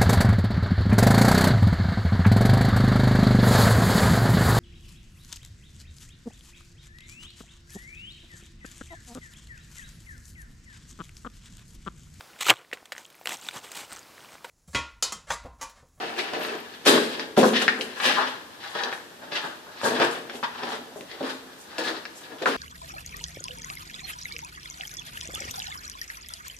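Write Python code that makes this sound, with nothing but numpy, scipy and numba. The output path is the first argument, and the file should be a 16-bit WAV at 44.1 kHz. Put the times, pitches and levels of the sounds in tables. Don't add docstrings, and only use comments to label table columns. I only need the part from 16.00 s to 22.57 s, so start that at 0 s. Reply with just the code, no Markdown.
import sys
import numpy as np
from scipy import signal
from scipy.fft import rfft, irfft, next_fast_len
from scipy.io import wavfile
from numba import njit

SR = 44100
rng = np.random.default_rng(int(sys.argv[2]) if len(sys.argv) > 2 else 0)


def wav_out(sig):
    wavfile.write(sys.argv[1], SR, np.round(np.clip(np.atleast_2d(sig).T, -1, 1) * 32767).astype(np.int16))


def ratio(d):
    e = np.asarray(d, float) / 20
    return 10 ** e


N = 289556
M = next_fast_len(N)
HZ = np.fft.rfftfreq(M, 1 / SR)

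# frequency in Hz, density in dB per Hz.
HUSH = [(18, -54), (30, -34), (59, -6.5), (332, 0.5), (1020, -3), (1720, -6), (2240, -9.5), (3150, -7.5),
        (12600, -19.5), (14300, -15.5), (15500, -67)]
HUSH_DB = -48.5
# time in seconds, level in dB.
TAB = [(0.33, -88), (0.378, -52), (0.47, -46), (0.51, -76), (0.606, -50), (0.62, -70)]

# frequency in Hz, T60 in seconds.
TUNNEL_T60 = [(150, 1), (500, 0.53), (1500, 0.58), (4000, 0.52), (10000, 0.62)]
# frequency in Hz, level in dB.
SCATTER = [(150, -2.5), (400, -1), (800, 0.45), (3000, -0.06)]
# frequency in Hz, correlation from 0 to 1.
LIKENESS = [(100, 0.4), (250, .8), (500, 0.65), (1000, 0.03), (4000, 0.01), (12000, 0)]
# entered at in seconds, cross-wave T60 at 220 Hz in seconds.
STRETCHES = [(0, .6), (.845, .6), (1.36, .9), (1.95, .5), (2.6, .5), (3.2, .5), (3.79, .6), (4.28, .6),
             (4.94, .5), (5.195, .7), (5.74, .5), (6.37, .5)]
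# frequency in Hz, level in dB.
CROSS_WAVES = [
    [(340, -9), (470, -9), (620, -7), (790, -3)],
    [(190, -11), (275, -10), (330, -9), (415, -9), (445, -8), (590, -10), (712, -10)],
    [(221, -5), (250, -5), (370, -10), (440, -8), (655, -9), (765, -10)],
    [(255, -9), (365, -10), (475, -7), (765, -7)],
    [(370, -8), (470, -8), (562, -10)],
    [(325, -8), (370, -9), (480, -10), (590, -8)],
    [(140, -12), (247, -7), (347, -9), (470, -7), (560, -13), (602, -8)],
    [(245, -8), (360, -9), (460, -10), (600, -10)],
    [(260, -9), (360, -9), (590, -8)],
    [(156, -12), (247, -7), (265, -8), (368, -9), (570, -10)],
    [(260, -10), (325, -9), (430, -9), (550, -9)],
    [(270, -10), (425, -8), (473, -6), (537, -8), (760, -9)],
]
# frequency in Hz, level in dB.
LENGTHWISE_WAVES = [(168, -14), (232, -11), (256, -10)]
ECHO_DB, CROSS_DB = -3.5, -6
NEAR_T60_S, NEAR_DB = 0.062, 10.5
TILT_DB = -2.5
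SHORTER = .6

# frequency in Hz, left minus right in dB.
LEAN = [(60, -5), (110, 4.5), (200, 0), (380, 3.5), (700, -1.5), (1290, 5), (2380, 3.5), (4400, 3),
        (8120, -0.5), (15000, 4.5)]
# frequency in Hz, lead of the left in radians.
PORT_LEAD = [(200, 0.1), (600, 0.32), (1500, 0.79), (2700, .6), (5000, 1.6), (12000, 1.6)]
DIRECT_DB = -6.2

# time in seconds, resonance in Hz.
HOLLOW = [(0.0, 734), (.67, 470), (1.35, 493), (2.05, 580), (4.24, 600), (4.41, 1000), (4.52, 900),
          (5.17, 510), (6.57, 590)]
# time in seconds, resonance in Hz.
SLAB = [(0, 2600), (.5, 2800), (.9, 3600), (1.4, 3300), (2.07, 3000), (2.65, 3700), (3.4, 3000),
        (3.86, 4400), (4.0, 2800), (4.7, 3300), (5.26, 3800), (5.8, 4100), (6.57, 3000)]
HOUSING_HZ, HOUSING_DAMP, HOUSING_DB = 1680, .1, -7.5

# time in seconds, peak in dB, pitch in Hz.
TICKS = [(.14, -28, 2710), (.1895, -18, 3400), (.3346, -20, 3000), (.4115, -24, 2300), (.4674, -26, 3000),
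         (.5531, -28, 3400), (.9144, -13, 3310), (.9304, -13, 2650), (1.3673, -21, 3470),
         (1.4132, -15, 3000), (1.4374, -17, 3800), (1.4905, -18, 3700), (1.5334, -21, 2400),
         (1.5614, -18, 2600), (1.569, -18, 3300), (2.0234, -23, 2650), (2.0627, -11, 3040),
         (2.0714, -10, 2820), (2.1244, -17, 2030), (2.6314, -31, 2300), (2.6744, -28, 3600),
         (2.7521, -25, 2930), (2.8464, -22, 3300), (2.919, -25, 2200), (3.042, -38, 3060),
         (3.1043, -38, 3150), (3.3543, -26, 2900), (3.8417, -21, 3700), (3.8736, -20, 2500),
         (3.8854, -21, 1830), (3.907, -21, 2960), (3.9534, -22, 3000), (3.9998, -15, 2470),
         (4.0314, -18, 2200), (4.0494, -19, 3500), (4.1114, -24, 4300), (4.5481, -32, 2970),
         (4.6902, -27, 3700), (5.009, -26, 2600), (5.2285, -27, 2900), (5.4084, -36, 3010),
         (5.8374, -25, 4300), (6.2163, -36, 2830), (6.4794, -21, 3500)]
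TICK_CYCLES, TICK_DB, TICK_ECHO_DB = 4.5, 4.5, -4
# time in seconds, peak in dB, ring in Hz, low knock in dB.
KNOCKS = [(.188, -21.5, 855, -14), (.335, -16.5, 780, -24), (.554, -29, 706, -1), (.977, -9, 1160, -6),
          (1.375, -4, 680, -4), (1.431, 0, 646, -14), (1.532, -15, 754, -8), (2.179, -26, 942, -2),
          (2.753, -17, 660, -14), (3.235, -25.5, 603, -19), (3.323, -23, 700, 2), (3.442, -23, 1320, -1),
          (3.668, -32.5, 883, -1), (3.833, -13, 630, -9), (4.0, -8, 610, -31), (4.429, -14, 1130, -6),
          (4.557, -28, 1080, -8), (4.959, -26, 604, -9), (5.0095, -23, 430, -18), (5.208, -18, 600, 1),
          (5.869, -21, 1330, 0)]
KNOCK_TICK_DB, KNOCK_T60_MS = -27, 5.6
# time in seconds, peak in dB, ring in Hz, bright tick in dB.
SNAPS = [(.449, -20, 1720, -11.5), (.861, -17, 1460, -7), (.867, -13.5, 4250, -12),
         (1.1955, -17, 1740, -13), (1.616, -14, 3000, -14), (1.68, 1.2, 1777, -25.5),
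         (1.81, -18, 3020, -10), (2.001, -14.5, 1730, -31), (2.044, -24, 3030, -9),
         (2.214, -13.5, 1370, -22), (2.639, -33, 1700, -11), (2.789, -23, 1800, -15),
         (2.8355, -17, 3100, -8.5), (2.9265, -16, 1740, -29), (3.773, -39, 1550, -13),
         (3.814, -18.5, 1200, -19.5), (4.297, -21, 1690, -16.5), (4.634, -27, 2640, -4.5),
         (5.114, -32, 1850, -6), (5.782, -21, 1740, -6), (6.053, -21, 1680, -14), (6.385, -33, 3400, -9),
         (6.422, -21, 1340, -18), (6.458, -7.5, 1700, -22)]
SNAP_KNOCK_DB, SNAP_T60_MS = -20, 4.9

# time in seconds, level in dB, swell and fade in seconds per 20 dB.
THUDS = [(0.0, -31, .01, .25), (.19, -26, .07, .055), (.338, -27, .04, .2), (.526, -33.5, .2, .09),
         (.866, -12, .012, .13), (.93, -16, .055, .05), (1.185, -35, .2, .2), (1.374, -9, .005, .08),
         (1.434, -10, .006, .05), (1.63, -31, .03, .12), (1.8, -33, .35, .11), (2.066, -29, .1, .25),
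         (2.18, -28, .045, .055), (2.754, -36, .022, .04), (2.848, -32, .075, .085), (3.33, -37, .12, .12),
         (3.446, -33, .03, .06), (3.84, -23, .008, .25), (4.022, -16.5, .05, .045), (4.363, -35, .3, .06),
         (4.63, -32, .1, .2), (4.75, -37, .2, .14), (4.965, -36.5, .018, .08), (5.14, -40, .07, .1),
         (5.21, -26, .008, .1), (5.787, -28, .011, .05), (5.89, -30.5, .12, .09), (6.32, -38, .05, .06),
         (6.42, -24, .012, .025), (6.46, -26, .02, .15)]
# time in seconds, level in dB,
# fade in seconds per 20 dB, fineness from 0 (stones) to 1 (grit).
LANDINGS = [(0.0, -30, .3, .55), (.187, -25, .03, .8), (.398, -30, .1, .2), (.338, -25.5, .047, .85),
            (.854, -24, .05, .7), (.862, -18, .1, .9), (.871, -14, .16, .6), (1.193, -30, .08, .55),
            (1.367, -23, .1, .8), (1.535, -25, .05, .7), (1.682, -24, .03, .6), (1.96, -33, .05, .55),
            (2.002, -27, .15, .52), (2.633, -38, .2, .7), (2.75, -26.5, .06, .8), (2.787, -30, .05, .2),
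            (2.928, -29, .015, .3), (3.22, -40, .2, .2), (3.32, -31, .1, .45), (4.293, -46, .1, .6),
            (4.436, -23, .025, .25), (4.55, -39, .15, .4), (3.836, -27, .06, .2), (4.96, -48, .06, -.2),
            (5.205, -27, .03, -.2), (5.23, -34, .1, .6), (5.467, -47, .17, .15), (5.785, -28, .12, .5),
            (6.422, -22.5, .02, .9), (6.46, -10, .02, -.4), (6.472, -22, .12, .48)]
# time of the height in seconds, level in dB,
# swell and fade in seconds per 20 dB, fineness from 0 (stones) to 1 (grit).
ROLLS = [(.19, -29, .05, .04, .55), (.456, -31, .17, .17, .75), (.526, -35, .1, .12, .2),
         (.93, -19, .065, .08, .45), (1.432, -13, .005, .04, -.4), (1.455, -27, .03, .08, .6),
         (1.568, -20, .05, .05, .85), (1.62, -18, .03, .03, .72), (2.066, -18, .075, .13, .8),
         (2.18, -19, .035, .14, .02), (2.27, -32, .3, .13, .85), (2.655, -36, .08, .1, .45),
         (2.848, -29, .2, .12, .35), (3.365, -24.5, .045, .065, .6), (3.446, -31, .06, .11, .25),
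         (3.85, -21, .02, .17, .3), (3.96, -28, .25, .1, .4), (4.02, -17, .055, .085, .3),
         (4.355, -40, .1, .04, .8), (4.63, -34, .1, .1, .35), (4.735, -30, .2, .04, .4),
         (5.26, -29.5, .08, .095, .58), (5.301, -31, .1, .05, .3), (5.885, -26, .13, .09, .4)]
# time in seconds, level in dB,
# swell (and equal fade) in seconds per 20 dB, fineness from 0 (stones) to 1 (grit).
SCUFFS = [(.27, -33, .12, .52), (.68, -42, .2, .55), (1.14, -33, .1, .52), (1.778, -31, .05, -.4),
          (4.14, -35, .09, .6), (1.9, -42, .25, .48), (2.532, -42, .035, .65), (3.69, -44, .03, .3),
          (5.133, -41, .12, .65), (2.61, -43, .04, .9), (5.74, -42, .1, .4), (5.96, -36, .04, .8),
          (6.24, -44, .1, .8), (6.4, -37, .015, .6), (6.321, -42, .11, .3)]
# time in seconds, level in dB, swell and fade in seconds per 20 dB.
PUFFS = [(.19, -36, .045, .05), (.46, -43, .1, .1), (.856, -26, .006, .05), (.872, -14.5, .006, .075),
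         (1.1, -44, .03, .05), (2.7, -45, .08, .08), (1.376, -31, .006, .1), (1.455, -28, .025, .065),
         (1.62, -30, .03, .03), (1.818, -38, .08, .08), (2.055, -28, .07, .09), (3.35, -44, .04, .05),
         (2.94, -45, .04, .05), (4.35, -42, .06, .09), (3.45, -44, .04, .1), (3.845, -28, .03, .08),
         (4.04, -35, .06, .05), (4.115, -40, .03, .07), (4.73, -42, .15, .05), (4.98, -45, .04, .08),
         (5.3, -43, .1, .08), (5.613, -45, .065, .065), (5.785, -35, .01, .03), (5.86, -40, .08, .06),
         (6.17, -42, .035, .08), (6.47, -36, .03, .08)]
# low and high edge in Hz, cracks per second, size scatter in dB.
GRAINS = [
    (152, 850, 500, 2),
    (734, 1870, 900, 1.8),
    (2250, 5400, 1400, 3.2),
    (5720, 13000, 2500, 2.6),
]
GRAIN_DB = [
    .3,
    -.6,
    -.9,
    -1.6,
]
CREEP_DB = [
    -57,
    -58,
    -60,
    -70,
]
# frequency in Hz, density in dB per Hz.
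FLOOR_COLOUR = [(24, -81), (40, -58), (98, -5.5), (183, -3), (218, -2), (294, 4), (438, 3.5), (522, -2.5),
                (1190, -3), (1740, -2.5), (2220, -16.5), (4130, -22), (6010, -22.5), (14000, -33),
                (15500, -65)]
BIGGEST = 3.66
CLUMP_DB, CLUMP_S = 3.2, .012
LANDING_S, GRADE_DB = .006, 10.5
DUST_DB = -17.5


def level(x, db):
    return x * ratio(db) / np.sqrt(np.mean(x ** 2))


def along(table, hz):
    rows = np.array(table)
    return np.interp(np.log(np.maximum(hz, 1)), np.log(rows[:, 0]), rows[:, 1])


def band(x, lo_hz, hi_hz):
    return signal.sosfilt(signal.butter(3, [lo_hz, hi_hz], "bandpass", fs=SR, output="sos"), x)


def causal(table):
    cep = irfft(np.log(ratio(along(table, np.fft.rfftfreq(2048, 1 / SR)))))
    cep[1:1024] *= 2
    cep[1025:] = 0
    return irfft(np.exp(rfft(cep)))[:1024]


def decay(t, t60):
    return np.exp(-np.log(1000) * t / t60)


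def ring(hz, t60, t):
    return np.sin(2 * np.pi * hz * t) * decay(t, t60)


def pair(count):
    mid, side = rfft(rng.standard_normal((2, count)))
    alike = np.clip(along(LIKENESS, np.fft.rfftfreq(count, 1 / SR)), -1, 1)
    opposite = np.array([[1], [-1]])
    return irfft(np.sqrt(1 + alike) * mid + np.sqrt(1 - alike) * side * opposite, count)


def hush():
    return level(irfft(rfft(pair(M)) * ratio(along(HUSH, HZ)), M)[:, :N], HUSH_DB)


def zip_tab():
    s, db = np.transpose(TAB)
    taps = (rng.random((2, N)) < 400 / SR) * rng.standard_normal((2, N))
    t = np.arange(2048) / SR
    modes = ring(12200, .012, t) + ring(12900, .012, t)
    modes += .6 * ring(9600, .015, t) + .4 * ring(8700, .015, t)
    tinkle = level(signal.oaconvolve(taps, modes[None], axes=1)[:, :N], 0)
    return tinkle * ratio(np.interp(np.arange(N) / SR, s, db - 2, -120, -120))


def tunnel(waves, t60):
    t = np.arange(SR) / SR
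    wash, tail = pair(SR), 0
    near = ratio(NEAR_DB) * decay(t, NEAR_T60_S)
    edges = 60 * 2. ** np.arange(9)
    for lo, hi in zip(edges[:-1], edges[1:]):
        centre = np.sqrt(lo * hi)
        fade = near + decay(t, along(TUNNEL_T60, centre))
        tail = tail + ratio(along(SCATTER, centre)) * band(wash, lo, hi) * fade
    tail = tail * np.clip((t - .002) / 0.001, 0, 1)
    cross = 0
    for hz, db in waves + LENGTHWISE_WAVES:
        tilt_db = TILT_DB * np.log2(max(hz / 220, 1))
        cross = cross + ratio(db + tilt_db) * ring(hz, t60 * (220 / hz) ** SHORTER, t)
    return ratio(ECHO_DB) * tail / np.sqrt(np.sum(tail ** 2) / 2) + ratio(CROSS_DB - 43) * cross


def echo_of(x):
    out = np.zeros((2, N + SR))
    cuts = [int(s * SR) for s, _ in STRETCHES] + [N]
    for a, b, (_, t60), waves in zip(cuts, cuts[1:], STRETCHES, CROSS_WAVES):
        for patch in x:
            out[:, a:b + SR - 1] += signal.oaconvolve(patch[None, a:b], tunnel(waves, t60), axes=1)
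    return out[:, :N]


@njit
def resonate(x, hz, damping):
    y, b, l = np.empty(len(x)), 0., 0.
    for i in range(len(x)):
        g = np.tan(np.pi * hz[i] / SR)
        v = (b + g * (x[i] - l)) / (1 + g * (g + damping))
        b, l, y[i] = 2 * v - b, l + 2 * g * v, damping * v
    return y


def ground(x):
    t = np.arange(N) / SR
    hollow = np.interp(t, *np.transpose(HOLLOW))
    slab = np.interp(t, *np.transpose(SLAB))
    housing = np.full(N, 1. * HOUSING_HZ)
    patches = []
    for v in x:
        floor = v + 0.96 * resonate(v, hollow, 0.41) + 0.85 * resonate(v, slab, 0.42)
        patches.append(floor + ratio(HOUSING_DB) * resonate(v, housing, HOUSING_DAMP))
    return ratio(-1.5) * np.array(patches)


def ticks():
    out, t = np.zeros(N + 512), np.arange(512) / SR
    for s, db, hz in TICKS:
        i = int((s + .0008) * SR)
        t60 = TICK_CYCLES / hz
        out[i:i + len(t)] += ratio(db + TICK_DB) * (ring(hz, t60, t) + .3 * ring(1.6 * hz, t60, t))
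    return out[:N]


def stones():
    out, t = np.zeros(N + 2048), np.arange(2048) / SR
    every = [(s, db, hz, knock_db, KNOCK_TICK_DB, KNOCK_T60_MS) for s, db, hz, knock_db in KNOCKS]
    every += [(s, db, hz, SNAP_KNOCK_DB, tick_db, SNAP_T60_MS) for s, db, hz, tick_db in SNAPS]
    for s, db, hz, knock_db, tick_db, t60_ms in every:
        tick = band(rng.standard_normal(len(t)) * np.exp(-t / 0.0014), 2470, 5200)
        tick /= np.abs(tick).max()
        snap = ring(hz, t60_ms / 1000, t)
        snap += 0.6 * ring(1.29 * hz, t60_ms / 1100, t) + 0.23 * ring(1.855 * hz, t60_ms / 1400, t)
        snap *= 1 - np.exp(-t * hz / 0.63)
        knock = (ring(265, 0.012, t) + ring(577, 0.021, t)) * (1 - np.exp(-t / 0.0016))
        stone = snap + ratio(knock_db - 10) * knock + ratio(tick_db + 3) * tick
        i = int((s + .0004) * SR)
        out[i:i + len(t)] += ratio(db + 5.5) * stone
    return out[:N]


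def pressure(rows, creep_db, offset_db=0):
    t = np.arange(0, N / SR + .01, .001)
    s, db, swell, fade = rows[:, :4, None].transpose(1, 0, 2)
    db = db + np.reshape(offset_db, (-1, 1)) - 20 * np.maximum((s - t) / swell, (t - s) / fade)
    force = np.sqrt(np.sum(ratio(2 * db), axis=0) + ratio(2 * creep_db))
    return np.interp(np.arange(N) / SR, t, force)


def tread():
    landings = [(s, db, LANDING_S, fade, fine) for s, db, fade, fine in LANDINGS]
    scuffs = [(s, db, swell, swell, fine) for s, db, swell, fine in SCUFFS]
    grinds = np.array(ROLLS + landings + scuffs)
    fineness = grinds[:, 4]
    thud = pressure(np.array(THUDS), CREEP_DB[0])
    coarse = pressure(grinds, CREEP_DB[1], -GRADE_DB * fineness ** 2)
    grit = pressure(grinds, CREEP_DB[2], -GRADE_DB * (fineness - 1) ** 2)
    dust = np.hypot(ratio(DUST_DB) * grit, pressure(np.array(PUFFS), CREEP_DB[3]))
    return thud, coarse, grit, dust


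def boots():
    t, out = np.arange(N) / SR, 0
    knots = np.arange(0, N / SR + 1, CLUMP_S)
    colour = causal(FLOOR_COLOUR)[None]
    for (lo, hi, rate, scatter_db), force, db in zip(GRAINS, tread(), GRAIN_DB):
        chance, size, sign = rng.random((3, 2, N))
        size = np.minimum(-np.log(1 - size), BIGGEST)
        clump_db = CLUMP_DB * np.interp(t, knots, rng.standard_normal(len(knots)))
        cracks = (chance < rate / SR) * ratio(scatter_db * size + clump_db) * np.sign(sign - .5)
        coloured = signal.oaconvolve(band(cracks, lo, min(hi, .45 * SR)), colour, axes=1)[:, :N]
        out = out + level(coloured, db) * force
    return out


def scene():
    grit, hits, cracks = ground(boots()), stones(), ticks()
    echo = echo_of((grit + ratio(3.0) * hits + ratio(TICK_ECHO_DB) * cracks) / np.sqrt(2))
    apart = np.clip(HZ / 900, 0, 1) * .6
    heel, toe = rfft(grit, M)
    grinding = (heel + apart * toe * np.array([[1], [-1]])) / np.sqrt(1 + apart ** 2)
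    direct = ratio(DIRECT_DB) * grinding + rfft(hits + cracks, M)
    half = np.array([[.5], [-.5]])
    lean = ratio(along(LEAN, HZ) * half)
    lead = np.exp(1j * along(PORT_LEAD, HZ) * half)
    return irfft((direct * lead + rfft(echo, M)) * lean, M)[:, :N] + zip_tab()


def band_limit(x):
    return signal.sosfilt(signal.butter(12, 15730, fs=SR, output="sos"), x)


def record(dry):
    x = signal.sosfilt(signal.butter(2, 170, "highpass", fs=SR, output="sos"), dry) + hush()
    rounded = np.tanh(.7 * x) / .7
    mix = signal.sosfilt(signal.ellip(8, .2, 60, 14800, fs=SR, output="sos"), rounded)
    return band_limit(mix)


dry = scene()
out = record(dry)
wav_out(out)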